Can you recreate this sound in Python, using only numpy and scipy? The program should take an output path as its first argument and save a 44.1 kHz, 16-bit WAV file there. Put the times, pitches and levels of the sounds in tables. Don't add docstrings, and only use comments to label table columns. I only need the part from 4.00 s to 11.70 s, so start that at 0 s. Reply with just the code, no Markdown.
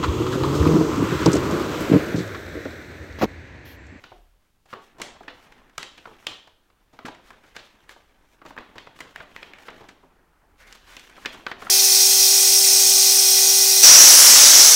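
import sys
import numpy as np
from scipy import signal
from scipy.fft import rfft, irfft, next_fast_len
from scipy.io import wavfile
from scipy.ndimage import uniform_filter1d, map_coordinates

SR = 44100
rng = np.random.default_rng(int(sys.argv[2]) if len(sys.argv) > 2 else 0)


def file_out(sig):
    cols = np.atleast_2d(sig).T
    lim = np.clip(cols, -1, 1)
    pcm = np.round(lim * 32767).astype(np.int16)
    wavfile.write(sys.argv[1], SR, pcm)


N = 339570


def amp(db):
    return 10 ** (np.asarray(db) / 20)


def unit(x):
    return x / np.sqrt(np.mean(x ** 2) + 1e-20)


def along(points, hz):
    freqs, values = np.transpose(points)
    return np.interp(np.log(hz + 1), np.log(freqs + 1), values)


def wobble(rate):
    knots = rng.standard_normal(int(N * rate / SR) + 4)
    return map_coordinates(knots, [np.arange(N) * rate / SR])


def coloured(x, spectrum):
    size = next_fast_len(len(x) + 8192)
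    gain = amp(along(spectrum, np.fft.rfftfreq(size, 1 / SR)))
    return unit(irfft(rfft(x, size) * gain, size)[:len(x)])


def causal(gain):
    cepstrum = irfft(np.log(np.maximum(gain, 1e-6)))
    half = len(cepstrum) // 2
    cepstrum[1:half] *= 2
    cepstrum[half + 1:] = 0
    return np.exp(rfft(cepstrum))


def add(track, start_s, sound):
    start = max(round(start_s * SR), 0)
    span = track[start:start + len(sound)]
    span += sound[:len(span)]


# freq_hz, gain_db
HISS_COLOUR = [(15, 3), (50, -16.5), (80, -9.5), (150, -12), (400, -25), (1000, -36), (3000, -27.5),
               (7000, -33), (16000, -35.5)]
RUMBLE_SPECTRUM = [(12, -27), (24, -18), (31, 5.5), (36, 8.5), (42, 3), (52, -14), (80, -4.5), (130, -41)]
# time_s, level_db
RUMBLE_SWELL = [(0.0, -73), (0.23, -57.5), (0.41, -69), (5.0, -65.5), (6.18, -66.5), (6.91, -57),
                (7.64, -66), (7.7, -57)]


def room_tone(hiss_db=-68, rumble_db=-1):
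    hiss = amp(hiss_db) * coloured(rng.standard_normal(N), HISS_COLOUR)
    swell = amp(np.interp(np.arange(N) / SR, *np.transpose(RUMBLE_SWELL)) + rumble_db)
    return hiss + swell * coloured(rng.standard_normal(N), RUMBLE_SPECTRUM)


# freq_hz, gain_db
TAIL_COLOUR = [(60, -1), (200, 7.5), (600, 5.5), (1300, 0.5), (2200, -2.5), (3000, 3), (3700, 3),
               (4700, -1), (7000, -1.5), (10000, -2.5), (15000, -3.5)]
# freq_hz, t60_s
TAIL_DECAY = [(150, 0.33), (500, 0.35), (1200, 0.38), (3200, 0.5), (7000, 0.42), (14000, 0.18)]


def room_tail(build_s=0.0033, size=24000):
    hz, t, noise = signal.stft(rng.standard_normal(size), SR, nperseg=256)
    fade = amp(along(TAIL_COLOUR, hz)[:, None] - 60 * t / along(TAIL_DECAY, hz)[:, None])
    tail = signal.istft(noise * fade, SR, nperseg=256)[1][:size]
    return tail * (1 - np.exp(-(np.arange(size) / SR / build_s) ** 2))


def crinkles(rate_hz=420, spread_db=3.0, t60=0.031, size=2048):
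    chance, strength = rng.random(N), np.minimum(rng.exponential(size=N), 3)
    kicks = (chance < rate_hz / SR) * amp(spread_db * strength) ** 2
    decay = amp(-60 * np.arange(size) / SR / t60) ** 2
    power = np.abs(signal.fftconvolve(kicks, decay)[:N])
    power = np.tanh(power / power.mean() / 10)
    return power / power.mean()


def friction(spectrum, grains, share):
    share = np.clip(share, 0, 1)
    return coloured(rng.standard_normal(N) * np.sqrt(1 - share + share * grains), spectrum)


def flexing(x, depth_db):
    spectra = signal.stft(x, nperseg=512)[2]
    patches = uniform_filter1d(rng.standard_normal(spectra.shape), size=3, axis=0)
    patches = uniform_filter1d(patches, size=5, axis=1)
    gain = amp(depth_db * np.tanh(unit(patches)))
    return unit(signal.istft(spectra * gain, nperseg=512)[1][:N])


# time_s, bag_db, tissue_db
SLIDE_LEVELS = [(0.0, -56, -61), (0.3, -71, -72.5), (0.68, -74.5, -74.5), (0.86, -65.5, -61.5),
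                (1.07, -48, -78), (1.2, -56.5, -63), (1.63, -55, -65), (1.82, -66.5, -64),
                (1.95, -59.5, -64), (2.32, -54.5, -58.5), (2.55, -69.5, -75), (2.98, -67.5, -67),
                (3.11, -57, -64.5), (3.58, -59.5, -62.5), (4.18, -63.5, -67.5), (4.44, -60.5, -67),
                (4.59, -55, -62.5), (4.89, -56, -63), (5.77, -52, -58.5), (6.02, -61.5, -68.5),
                (6.58, -63, -86), (6.82, -59, -60.5), (7.01, -57.5, -54), (7.7, -48, -61.5)]
# time_s, level_db
SCRAPE_LEVELS = [(6.57, -79), (6.605, -54), (6.67, -54), (6.73, -56), (6.77, -64.5), (6.85, -82)]
# freq_hz, gain_db
BAG_COLOUR = [(50, 9.5), (120, 0), (250, 8), (600, 4), (1000, 4.5), (1700, 1), (2600, -8.5), (4500, -27.5),
              (10000, -54.5)]
TISSUE_COLOUR = [(700, -33), (1500, 9), (2300, 8), (3400, 6.5), (4600, -2.5), (6500, -9.5), (9000, -29.5),
                 (15000, -38.5)]
FIZZ_COLOUR = [(3000, -25.5), (5500, 6.5), (7500, 1.5), (10000, -4), (13000, -3), (16000, -7)]
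EDGE_COLOUR = [(1000, -5), (1700, 9), (2200, 15), (2700, -6), (4500, -20)]


def sliding(bag_db=-1, tissue_db=-1, fizz_db=-10.5, scrape_db=-2,
            rustle_flicker_db=2, fizz_flicker_db=4, uneven_db=1, smooth_db=-76, firm_db=-62):
    t = np.arange(N) / SR
    times, *levels = np.transpose(SLIDE_LEVELS)
    bag, tissue = [np.interp(t, times, level) for level in levels]
    edge = np.interp(t, *np.transpose(SCRAPE_LEVELS), left=-120, right=-120)
    grip = np.interp(tissue, [smooth_db, firm_db], [.3, 1])
    grains = crinkles()
    catching = wobble(18)
    rub = amp(bag + bag_db) * flexing(friction(BAG_COLOUR, grains, share=0.66 * grip), depth_db=3)
    rustle = flexing(friction(TISSUE_COLOUR, grains, share=0.83 * grip), depth_db=4)
    rustle *= grip * amp(tissue + tissue_db + rustle_flicker_db * catching)
    fizz = friction(FIZZ_COLOUR, grains, share=0.41 * grip)
    fizz *= grip * amp(tissue + fizz_db + fizz_flicker_db * catching)
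    scrape = amp(edge + scrape_db) * friction(EDGE_COLOUR, grains, share=0.85)
    return amp(uneven_db * wobble(36)) * (rub + rustle + fizz + scrape)


# peak_s, level_db, half_length_s
SLIPS = [(0.715, -56.5, 0.021), (1.442, -62, 0.021), (3.28, -60, 0.025), (3.48, -63, .025),
         (3.559, -51.5, 0.0048), (3.66, -61, 0.017), (3.913, -53, 0.015), (4.492, -55, 0.0096),
         (4.965, -56, .003), (5.225, -59, 0.0076), (5.315, -65, 0.0046), (5.67, -53.5, 0.012),
         (6.614, -56.5, 0.02), (6.675, -53.5, 0.0043), (6.702, -57.5, 0.036), (6.755, -50.5, .005),
         (6.907, -53, 0.03), (6.951, -56, 0.019), (7.223, -54, 0.025), (7.331, -47, 0.0057),
         (7.494, -55.5, 0.022), (7.618, -51, 0.018), (7.663, -52, .025)]
# freq_hz, gain_db
SLIP_COLOUR = [(400, 4), (1500, 12), (3500, 5.5), (6500, -0.5), (9500, -6.5), (13000, -7.5), (16000, -12.5)]


def swishes(gain_db=3, room_db=-11):
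    t = np.arange(N) / SR
    power = sum(amp(db) ** 2 * np.exp(-np.minimum(((t - peak_s) / half_s) ** 2, 50))
                for peak_s, db, half_s in SLIPS)
    grains = crinkles(rate_hz=700, spread_db=3.6, t60=.004)
    direct = amp(gain_db) * np.sqrt(power) * friction(SLIP_COLOUR, grains, share=0.43)
    tail = room_tail()
    return direct + amp(room_db) * signal.fftconvolve(direct, tail / np.linalg.norm(tail))[:N]


# start_s, level_db, pitch_hz, t60_s
BULGES = [(.729, -40.5, 231, .09), (1.781, -47.5, 148, .074), (3.0479, -27.5, 250, 0.036)]


def thumps(rise_s=0.0011, second_ratio=0.99, second_db=-7, size=8192):
    track, t = np.zeros(N), np.arange(size) / SR
    for start_s, db, hz, t60 in BULGES:
        phase = 2 * np.pi * hz * t
        modes = np.sin(phase) + amp(second_db) * np.sin(phase * second_ratio)
        add(track, start_s, amp(db - 60 * t / t60) * (1 - np.exp(-t / rise_s)) * modes)
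    return track


TYPICAL_HZ, TYPICAL_T60_S = 1400, .03


def small_creases(over_rub_db=3.5, spread_db=3, octaves=0.57, crisp_db=-15, fizz_db=-24,
                  bright_db=4, still_db=-60, slots=48):
    slide_s, rub_db, _ = np.transpose(SLIDE_LEVELS)
    chance = rng.uniform(-1, 1, (slots, 4))
    times = (np.arange(slots) + (1 + chance[:, 0]) / 2) * N / SR / slots
    rubs = np.interp(times, slide_s, rub_db)
    return [(start_s, rub + over_rub_db + spread_db * force, TYPICAL_HZ * 2 ** (octaves * sharp),
             crisp_db + bright_db * sharp, fizz_db + bright_db * sharp, TYPICAL_T60_S * 2 ** length)
            for start_s, rub, (_, force, sharp, length) in zip(times, rubs, chance) if rub > still_db]


def buckle(t, t60, lead_s, rise_share=0.033, creak_db=-15, creak_s=0.00083, flap_db=-19, flap_t60=0.08):
    after = np.maximum(t - lead_s, 0)
    rise = 1 - np.exp(-after / (rise_share * t60))
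    slips = rise * (amp(-60 * after / t60) + amp(flap_db - 60 * after / flap_t60))
    creak = amp(creak_db) * np.exp(-np.abs(t - lead_s) / creak_s)
    force = rfft((creak + slips) * rng.standard_normal(len(t)))
    smooth_power = uniform_filter1d(np.abs(force) ** 2, size=91)
    return force * causal(smooth_power ** -.5)


def panel(hz, pitch_hz, t60, crisp_db, fizz_db, ring_db):
    thump_db = -3 + 4 * np.log2(t60 / TYPICAL_T60_S) - 1.5 * np.log2(pitch_hz / TYPICAL_HZ)
    slope = [(40, thump_db - 10), (130, thump_db - 3.5), (330, thump_db),
             (pitch_hz * .62, thump_db / 2 - 1.5), (pitch_hz, -1), (4400, crisp_db),
             (7500, (crisp_db + 2 * fizz_db) / 3), (10500, fizz_db - 8.5), (15000, 0.32 * fizz_db - 22)]
    resonance = 1 / (1 + (np.log((hz + 1) / pitch_hz) / .33) ** 2)
    return causal(amp(along(slope, hz) + ring_db * resonance))


# start_s, level_db, pitch_hz, crisp_db, fizz_db, t60_s
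LOUD_CREASES = [(0.0395, -42, 1450, -7.5, -31, 0.024), (0.118, -42.5, 760, -36, -59, 0.032),
                (.656, -57, 845, -10, -18, 0.064), (0.7285, -36, 1300, -16, -54, 0.036),
                (0.7357, -34.5, 1150, -22.5, -33, 0.02), (0.9832, -47.5, 890, -15, -20, 0.063),
                (0.9976, -36, 850, -15, -29, 0.075), (1.0161, -30, 2070, -4, -6, 0.035),
                (1.2063, -42, 810, -33, -41, 0.047), (1.2796, -34.5, 1820, -10.5, -38, 0.045),
                (1.78, -29, 1330, -6, -11.5, 0.013), (1.8287, -34.5, 2140, -3, -13.5, 0.023),
                (1.976, -44.5, 2840, -7, -16, 0.082), (2.0551, -38.5, 1290, -20, -60, .024),
                (2.0724, -44.5, 1010, -41.5, -41, 0.031), (2.1118, -48.5, 876, -32, -44, 0.058),
                (2.2682, -25.5, 3100, -8, -18, 0.017), (2.4736, -50, 820, -10.5, -26.5, 0.035),
                (2.7005, -60.5, 1150, -11, -42, 0.032), (2.9289, -49.5, 820, -12.5, -22, 0.16),
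                (2.9897, -40.6, 1050, -16.5, -40, 0.02), (3.0521, -34.5, 1660, -11, -30, 0.059),
                (3.0578, -38.5, 930, -9, -12, 0.11), (3.0824, -34.5, 980, -16, -36, 0.034),
                (3.3047, -43, 1490, -20, -27, 0.027), (3.5643, -35.5, 1600, -5.5, -19, 0.033),
                (3.591, -46.5, 1640, 3, -39, 0.046), (3.893, -42, 1640, -10, -17, 0.015),
                (3.9614, -49, 1020, -29, -60, 0.033), (4.4163, -45, 1250, -23, -42, 0.044),
                (4.4506, -41, 950, -22, -33, 0.067), (4.461, -43.5, 1350, -8, -19, .04),
                (4.5059, -41.5, 1080, -20, -31, 0.039), (4.5657, -42.5, 1280, -28, -33, 0.013),
                (4.5772, -34.5, 1800, -21, -56, 0.021), (4.5852, -37.5, 1010, -15, -41, 0.014),
                (4.7553, -41, 880, -16, -31, 0.1), (4.7816, -38, 1950, -5.5, -25, 0.022),
                (4.8724, -42, 900, -19, -56, 0.024), (4.9897, -46, 1150, -9, -21, 0.016),
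                (5.0047, -34.5, 1870, -12.5, -16.5, 0.032), (5.16, -35, 1840, -19, -23.5, 0.0092),
                (5.203, -37.5, 1400, -17, -45, 0.035), (5.3631, -36.5, 1900, -17.5, -27, 0.0075),
                (5.4293, -38, 2140, -9.5, -32, 0.015), (5.5353, -42, 2200, -17, -28, 0.0076),
                (5.6831, -35.5, 1580, -14, -55, 0.046), (5.8058, -42.5, 910, -15, -30, 0.13),
                (5.8865, -43, 1710, -7, -16, 0.068), (6.031, -49, 965, -33, -45, 0.1),
                (6.7253, -44, 1990, 1, -6, 0.022), (6.967, -39.5, 2680, -7, -15, 0.015),
                (6.9949, -46.5, 2050, -2, -5, .025), (7.0964, -50.5, 1710, -11, -8, .035),
                (7.177, -45, 1250, -26, -21, 0.056), (7.2503, -34, 1750, -29, -38, .006),
                (7.258, -25, 2320, -8.5, -25.5, 0.022), (7.3392, -42, 1540, -13, -14, 0.079),
                (7.4659, -26, 1410, -12, -38, 0.015), (7.5143, -29.5, 1780, -14, -38, 0.043),
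                (7.6198, -35, 1250, -17, -25, 0.067), (7.6435, -45, 800, -25, -7, 0.15),
                (7.6686, -33.5, 1410, -30, -41, 0.012), (7.6966, -31, 1630, -13, -36, 0.0096)]
# time_s, room_db
ROOM_BALANCE = [(0, -3.5), (2.3, -5), (3.0, -5), (6.9, -6.5), (7.4, -10)]


def snaps(treble_t60_ratio=0.44, split_hz=6500, lead_s=.01, flutter_t60=.09, size=4096):
    track, t, hz = np.zeros(N), np.arange(size) / SR, np.fft.rfftfreq(size, 1 / SR)
    ten_ms_norm = np.sqrt(SR / 100)
    crossover = np.arctan((hz / split_hz) ** 2)
    for start_s, db, pitch_hz, crisp_db, fizz_db, t60 in LOUD_CREASES + small_creases():
        paper = panel(hz, pitch_hz, t60, crisp_db, fizz_db, ring_db=5.5)
        body = buckle(t, t60, lead_s)
        crack = buckle(t, treble_t60_ratio * t60, lead_s, creak_db=-25, flap_db=-39)
        pop = irfft((np.cos(crossover) * body + np.sin(crossover) * crack) * paper)
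        sheet = panel(hz, pitch_hz, t60, crisp_db, fizz_db, ring_db=2.3)
        flutter = irfft(buckle(t, flutter_t60, lead_s) * sheet)
        echo = signal.fftconvolve(flutter, room_tail())
        room_db = np.interp(start_s, *np.transpose(ROOM_BALANCE))
        add(track, start_s - lead_s, ten_ms_norm * amp(db) * pop / np.linalg.norm(pop))
        add(track, start_s - lead_s, ten_ms_norm * amp(db + room_db) * echo / np.linalg.norm(echo))
    return track


def scene():
    return (snaps() + thumps() + swishes() + sliding() + room_tone())[None]


def record(dry, top_hz=15900):
    size = next_fast_len(N + 8192)
    passband = np.fft.rfftfreq(size, 1 / SR) < top_hz
    return irfft(rfft(dry, size) * passband, size)[:, :N]


dry = scene()
out = record(dry)
file_out(out)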